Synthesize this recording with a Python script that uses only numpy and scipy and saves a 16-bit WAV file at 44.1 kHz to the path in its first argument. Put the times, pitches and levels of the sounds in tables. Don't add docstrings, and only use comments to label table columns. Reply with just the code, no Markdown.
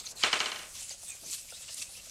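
import sys
import numpy as np
from scipy import signal
from scipy.fft import rfft, irfft
from scipy.io import wavfile
from scipy.ndimage import uniform_filter1d

SR = 44100
rng = np.random.default_rng(int(sys.argv[2]) if len(sys.argv) > 2 else 0)


def ratio_of_db(decibels):
    return 10 ** (np.asarray(decibels, float) / 20)


def file_out(sig):
    cols = np.atleast_2d(sig).T
    lim = np.clip(cols, -1, 1)
    pcm = np.round(lim * 32767).astype(np.int16)
    wavfile.write(sys.argv[1], SR, pcm)


N = 92610


def colour(x, points):
    hz, db = np.array(points).T
    f = np.arange(N // 2 + 1) * SR / N + 1
    shape_db = np.interp(np.log(f), np.log(hz), db, left=-60, right=-70)
    y = irfft(rfft(x) * ratio_of_db(shape_db), N)
    return y / y.std()


def walk(rate):
    k = int(SR / rate)
    held = np.repeat(rng.standard_normal(N // k + 1), k)
    return 1.3 * uniform_filter1d(uniform_filter1d(held, k), k)[:N]


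def add(out, s, x):
    i = int(s * SR)
    out[i:i + len(x)] += x[:N - i]


def ring(modes, gain):
    t = np.arange(SR // 2) / SR
    return sum(g * ratio_of_db(db - 60 * t / t60) * np.sin(2 * np.pi * hz * t)
               for (hz, db, t60), g in zip(modes, gain))


# f/Hz, level/dB per Hz
AIR_SPECTRUM = [(12, -24), (20, 3), (72, 4.5), (455, -11), (538, -3), (900, -13), (1670, -16), (2700, -11),
                (3200, -19), (6600, -26), (15000, -30)]
AIR_DB, AIR_FLICKER_DB = -62, 1.5


def room_air():
    level = ratio_of_db(AIR_DB + AIR_FLICKER_DB * walk(9.84))
    return level * colour(rng.standard_normal(N), AIR_SPECTRUM)


# f/Hz, level/dB per Hz
RUMBLE_SPECTRUM = [(20, 0), (93, -1), (300, -14), (980, -25), (2230, -45), (5000, -45), (9000, -36),
                   (14000, -45)]
RUMBLE_DB = -68.5


def mic_rumble(air):
    own = colour(rng.standard_normal(N), RUMBLE_SPECTRUM)
    return ratio_of_db(RUMBLE_DB) * (own + .5 * air / air.std())


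ROOM_GAP_S = 0.0046


def room(x, t60, treble_t60):
    t = np.arange(SR) / SR
    noise = rng.standard_normal(SR) * ratio_of_db(1.8 * walk(400)[:SR])
    low = signal.sosfilt(signal.butter(2, 3500, fs=SR, output="sos"), noise)
    tail = low * ratio_of_db(-60 * t / t60) + (noise - low) * ratio_of_db(-60 * t / treble_t60)
    tail = tail * np.clip(t / ROOM_GAP_S - .5, 0, 1)
    return signal.fftconvolve(x, tail / np.sqrt(np.sum(tail ** 2)))[:N]


# t/s, length/s, centre f/Hz, level/dB
DRAGS = [
    (0, .03, 700, -57),
    (.035, .015, 1600, -53),
    (.05, .185, 750, -58),
    (1.2, .13, 300, -59),
    (1.78, .03, 260, -59),
]


def box_drags():
    out = np.zeros(N)
    for s, length, hz, db in DRAGS:
        shape = [(hz / 6, -16), (hz / 1.4, 0), (hz * 1.17, -3), (hz * 4, -20)]
        rustle = colour(rng.standard_normal(N), shape) * ratio_of_db(2 * walk(62))
        k = int(length * SR)
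        add(out, s, ratio_of_db(db) * rustle[:k] * np.hanning(k) ** .5)
    return out


# t/s, peak level/dB, brightness/dB per octave
KNOCKS = [(.817, -50, -0.5), (.909, -51, 3), (.942, -54, -3), (1.031, -50, 0), (1.149, -54, 1),
          (1.236, -53, 0), (1.449, -57, -1), (1.524, -47, 2), (1.607, -59, 0), (1.695, -55, 2),
          (1.784, -53, -6), (1.893, -54, -2), (1.975, -57, 0), (2.068, -54, 0)]
# f/Hz, level/dB, t60/s
BOX_MODES = [(128.6, -24, 0.04), (231, -21, .035), (340, -8, 0.035), (466, -11.5, 0.037), (551, 5, 0.044),
             (673, 6.5, 0.038), (770, 0.5, 0.046), (868, 0, 0.028), (1100, -10, 0.018), (1304, 0.5, 0.039),
             (1600, -4, 0.035)]
BOX_DB, BOX_SCATTER_DB = -2.5, 3.5
BOX_DETUNE = .035
KNOCK_S = .004


def box_knocks():
    out, modes = np.zeros(N), np.array(BOX_MODES)
    octave = np.log2(modes[:, 0] / 600)
    soft = np.clip(np.arange(SR // 2) / SR / KNOCK_S, 0, 1)
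    for s, db, bright_db in KNOCKS:
        z, detune = rng.standard_normal((2, len(modes)))
        struck = modes.copy()
        struck[:, 0] *= 1 + BOX_DETUNE * detune
        gain = ratio_of_db(BOX_SCATTER_DB * z + bright_db * octave)
        add(out, s - KNOCK_S / 2, ratio_of_db(db + BOX_DB) * soft * ring(struck, gain))
    return out


# t/s, level/dB
BOUNCES = [(0.2353, -12), (0.329, -14), (0.4025, -17.5), (0.4584, -22), (0.5171, -26), (0.5594, -30.5),
           (0.5919, -34.5), (0.615, -39.5), (.631, -38), (.643, -51), (0.649, -54)]
# f/Hz, level/dB, t60/s
TOOL_MODES = [(79, -29, 0.15), (149, -24.5, 0.037), (333, -23, 0.028), (684, -14, 0.02), (974, -8.5, 0.029),
              (1305, -10.5, 0.046), (1680, -14, 0.0065), (2235, -4, 0.038), (2988, 5.5, 0.025),
              (3500, -3, 0.017), (4150, 4, 0.01), (5000, 8.5, 0.0063), (5800, -2, 0.0037),
              (6400, -1.5, 0.016)]
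TOOL_DB, CLICK_DB, CLICK_CUT_HZ = -11, 1.5, 3750
TABLE_ECHO_S, TABLE_ECHO_DB = .0028, 8
BURST_S, CHOKE_DB_PER_S = .0032, 9000


def tool_body():
    out, t = np.zeros(N), np.arange(SR // 2) / SR
    choke = np.maximum(ratio_of_db(-CHOKE_DB_PER_S * np.clip(t - BURST_S, 0, 1)), ratio_of_db(-9))
    swell = np.clip(t / TABLE_ECHO_S * 2, 0, 1) * choke
    bright = signal.butter(2, CLICK_CUT_HZ, "high", fs=SR)
    dull = signal.butter(2, 4300, fs=SR)
    for s, db in BOUNCES:
        z = rng.standard_normal(len(TOOL_MODES))
        signs = (-1) ** np.arange(len(z))
        blow = ratio_of_db(db + TOOL_DB) * ring(TOOL_MODES, ratio_of_db(z) * signs)
        add(out, s, ratio_of_db(CLICK_DB) * signal.lfilter(*bright, blow))
        add(out, s + TABLE_ECHO_S / 2, ratio_of_db(TABLE_ECHO_DB) * swell * signal.lfilter(*dull, blow))
    return out


# f/Hz, level/dB per Hz
CLACK_SPECTRUM = [(88, -45), (150, -19.5), (583, -4.5), (1070, -8), (1190, -3.5), (2430, -3.5),
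                  (2670, -2.5), (8470, -20), (12000, -38), (15600, -62), (22000, -120)]
CLACK_S, CLACK_DB = .003, -14
TICK_S, TICK_DB = .004, -31


def tool_clack():
    clack, spikes = np.zeros((2, N))
    white = rng.standard_normal(N)
    noise, k = colour(white, CLACK_SPECTRUM), int(CLACK_S * SR)
    fade_db = -20 * np.arange(k * 4) / SR / TICK_S
    for s, db in BOUNCES:
        i = int(s * SR)
        burst = noise[i:i + k] * np.hanning(k) ** .5
        add(clack, s, ratio_of_db(db + CLACK_DB) * burst / burst.std())
        add(clack, s, ratio_of_db(db + TICK_DB + fade_db) * white[i:i + k * 4])
        add(spikes, s, ratio_of_db(db) * np.ones(1))
    return clack, colour(spikes, CLACK_SPECTRUM) * spikes.std()


RING_HZ, RING_DB, RING_T60_S = 8503, -33.5, .7


def tool_sing():
    sing = np.zeros(N)
    for s, db in BOUNCES:
        sing[int(s * SR):] = 0
        add(sing, s, ratio_of_db(db) * ring([(RING_HZ, RING_DB, RING_T60_S)], [1]))
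    return sing


# t/s, length/s, start f/Hz, end f/Hz, level/dB
SQUEAKS = [(0.049, 0.031, 6550, 5910, -47.5), (0.063, 0.014, 3746, 4295, -46),
           (0.159, 0.041, 4400, 3930, -53), (0.902, 0.017, 5000, 4710, -46.5),
           (0.904, 0.047, 6020, 6670, -51), (1.06, 0.06, 3500, 3700, -57), (1.08, 0.075, 2620, 2320, -56),
           (1.067, 0.057, 7980, 8430, -49), (1.1, 0.0061, 6270, 6640, -46), (1.249, 0.21, 2450, 2750, -64),
           (1.559, 0.085, 2570, 2700, -66.5), (1.832, 0.064, 2606, 2494, -66),
           (0.734, .15, 2584, 2706, -67), (1.239, 0.038, 6000, 6300, -52), (1.476, 0.049, 1933, 3000, -62),
           (1.515, 0.055, 5950, 6360, -67), (1.521, 0.045, 3250, 4110, -53.5),
           (1.549, 0.048, 3700, 4330, -60.5), (1.679, 0.019, 2680, 3000, -55.5),
           (1.814, 0.016, 2534, 2750, -49.5), (1.944, 0.024, 2450, 2780, -58.5),
           (1.985, 0.024, 2700, 2780, -59.5)]
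SQUEAK_Q, SQUEAK_ROUGH = 12, 1.05


def squeaks():
    out = np.zeros(N)
    for s, length, hz0, hz1, db in SQUEAKS:
        z = (rng.standard_normal((9000, 2)) @ [1, 1j])[:int(length * SR)]
        k = SQUEAK_Q * SR / hz0 / np.pi
        rough = 1 + SQUEAK_ROUGH * signal.lfilter([1], [1, -np.exp(-1 / k)], z) / np.sqrt(k)
        phase = 2 * np.pi * np.cumsum(np.linspace(hz0, hz1, len(z))) / SR
        tone = np.real(rough * np.exp(1j * phase))
        add(out, s, 2 * ratio_of_db(db) * np.hanning(len(z)) ** .5 * tone)
    return out


# t/s, peak level/dB, f/Hz
CRACKS = [(.0685, -32, 4200), (.184, -36, 6300), (.2275, -31, 2200), (.2302, -22, 3000), (.2318, -24, 3100),
          (.3175, -31, 5200), (.3176, -35, 8500), (.8935, -31, 7000), (.8947, -26, 7000),
          (1.099, -30, 7500), (1.106, -30, 7500), (1.12, -31, 6500), (.3205, -33, 3000), (.301, -32, 2100),
          (.392, -26, 5000), (.398, -28, 6500), (.4155, -30, 6500), (.444, -31, 6500), (1.3003, -33, 4500),
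          (1.3006, -32, 7200), (1.312, -34, 8000), (1.33, -33, 4200), (1.3365, -33, 4300),
          (1.348, -32, 4300), (1.35, -32, 8500), (1.7755, -33, 8800), (1.787, -33, 5500),
          (1.336, -29, 7000), (1.506, -35, 6100), (.8095, -31, 9000), (1.728, -33, 5200),
          (1.7465, -31, 8500), (2.097, -35, 6000), (1.798, -35, 4500), (1.825, -32, 4500)]
CRACK_CYCLES = 3.7


def cracks():
    out, t = np.zeros(N), np.arange(300) / SR
    for s, db, hz in CRACKS:
        u = t * hz / CRACK_CYCLES
        swell = np.e * 2 * u * np.exp(-2 * u)
        add(out, s - .0005, ratio_of_db(db) * swell * np.sin(2 * np.pi * hz * t))
    return out


# t/s, level/dB, brightness/dB per octave
PRESSURE = [(0, -38.5, -3), (0.027, -50, -2.5), (.07, -44.5, -2.5), (0.12, -46, -1), (.142, -73, -11),
            (0.159, -49.5, 3), (0.221, -41.5, -7), (.6, -51.5, 2.5), (0.738, -48.5, 2.5),
            (0.751, -42.5, -3), (0.829, -42.5, -1.5), (.97, -54, -1), (1.03, -46.5, 0.5), (1.22, -50, -1.5),
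            (1.45, -47.5, 3.5), (1.65, -46, -3.5), (1.88, -49.5, 0), (2.1, -47.5, -2)]
# t/s, rise/s, fall/s, extra level/dB (negative where the hand
# eases off), extra brightness/dB per octave
SHOVES = [(.305, 0.028, 0.018, -8, -7), (.92, 0.034, 0.013, 5, -1), (1.1, 0.048, 0.027, -1, 1),
          (1.267, 0.0044, 0.025, 4.5, 1), (1.312, 0.0045, .006, 2.5, 3.5), (1.34, 0.053, 0.025, 9.5, -2),
          (1.383, 0.0058, 0.017, 5, -4), (1.44, 0.034, 0.054, -0.5, -3), (1.665, 0.017, .012, -2.5, 2),
          (1.69, 0.0092, 0.012, 1, -2.5), (1.733, 0.0034, 0.004, 4.5, -1), (1.746, 0.0036, 0.0028, 10, 4),
          (1.784, 0.015, 0.033, 8, 1), (1.825, 0.009, 0.0082, 8.5, -3), (1.6, 0.012, 0.02, 0.5, 4.5)]
# f/Hz, level/dB per Hz
GRIT_SPECTRUM = [(590, -66.5), (1000, -17.5), (1650, -17), (2590, -7), (3340, -6), (4170, -3), (7880, 2.5),
                 (11400, -6.5), (16000, -23)]
GRAINS_PER_S, GRAIN_SPREAD_DB, FLICKER_DB = 22000, 1.3, 2.2


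def scrape(t):
    when, level, brightness = np.array(PRESSURE).T
    db, tilt = np.interp(t, when, level), np.interp(t, when, brightness)
    for s, rise, fall, extra_db, extra_tilt in SHOVES:
        shove = np.exp(-((t - s) / np.where(t < s, rise, fall)) ** 2)
        db = db + extra_db * shove
        tilt = tilt + extra_tilt * shove
    hit = rng.random(N) < GRAINS_PER_S / SR
    size = ratio_of_db(GRAIN_SPREAD_DB * rng.exponential(size=N))
    grit = rfft(colour(hit * size * rng.standard_normal(N), GRIT_SPECTRUM))
    octave = np.log2((np.arange(len(grit)) * SR / N + 1) / 7000)
    out = np.zeros(N)
    for centre in np.arange(-12, 8) / 4:
        band = irfft(grit * np.clip(1 - 4 * abs(octave - centre), 0, 1), N)
        out += ratio_of_db(FLICKER_DB * walk(30.04) + tilt * centre) * band
    return out * ratio_of_db(db + 1.1 * walk(49.85))


ROOM_T60_S, ROOM_TREBLE_T60_S, ROOM_DB = 0.31, 0.28, 5.5
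LATE_T60_S, LATE_DB = .9, -10.5
CLACK_ROOM_DB, STEEL_ROOM_DB, SCRAPE_ROOM_DB = 12, -18, -13
RING_SIDE_DB, STEEL_SIDE_DB = -16, -25


def scene():
    t = np.arange(N) / SR
    air = room_air()
    hand = box_drags() + box_knocks() + squeaks() + cracks() + scrape(t)
    contact, bare_clack = tool_clack()
    no_sub_bass = signal.butter(2, 50, "high", fs=SR, output="sos")
    steel, clack = signal.sosfilt(no_sub_bass, [tool_body() + contact, bare_clack])
    sing = tool_sing()

    far = ratio_of_db(CLACK_ROOM_DB) * clack + ratio_of_db(STEEL_ROOM_DB) * steel
    wet = ratio_of_db(ROOM_DB) * room(far, ROOM_T60_S, ROOM_TREBLE_T60_S)
    wet = wet + ratio_of_db(LATE_DB) * room(far, LATE_T60_S, .5 * LATE_T60_S)
    wet = wet + ratio_of_db(SCRAPE_ROOM_DB) * room(hand, ROOM_T60_S, ROOM_TREBLE_T60_S)

    low_echo = signal.lfilter(*signal.butter(3, 450, fs=SR), room(far, .3, .3))
    side = mic_rumble(air) + ratio_of_db(RING_SIDE_DB) * sing + ratio_of_db(STEEL_SIDE_DB) * low_echo
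    return hand + steel + sing + wet + air + side * np.array([[1], [-1]])


def roll_off(x):
    return signal.sosfilt(signal.butter(12, 15800, fs=SR, output="sos"), x)


TOP_HZ = 15800


def record(dry):
    mix = signal.sosfilt(signal.ellip(10, .2, 80, TOP_HZ, fs=SR, output="sos"), dry)
    return roll_off(mix)


dry = scene()
out = record(dry)
file_out(out)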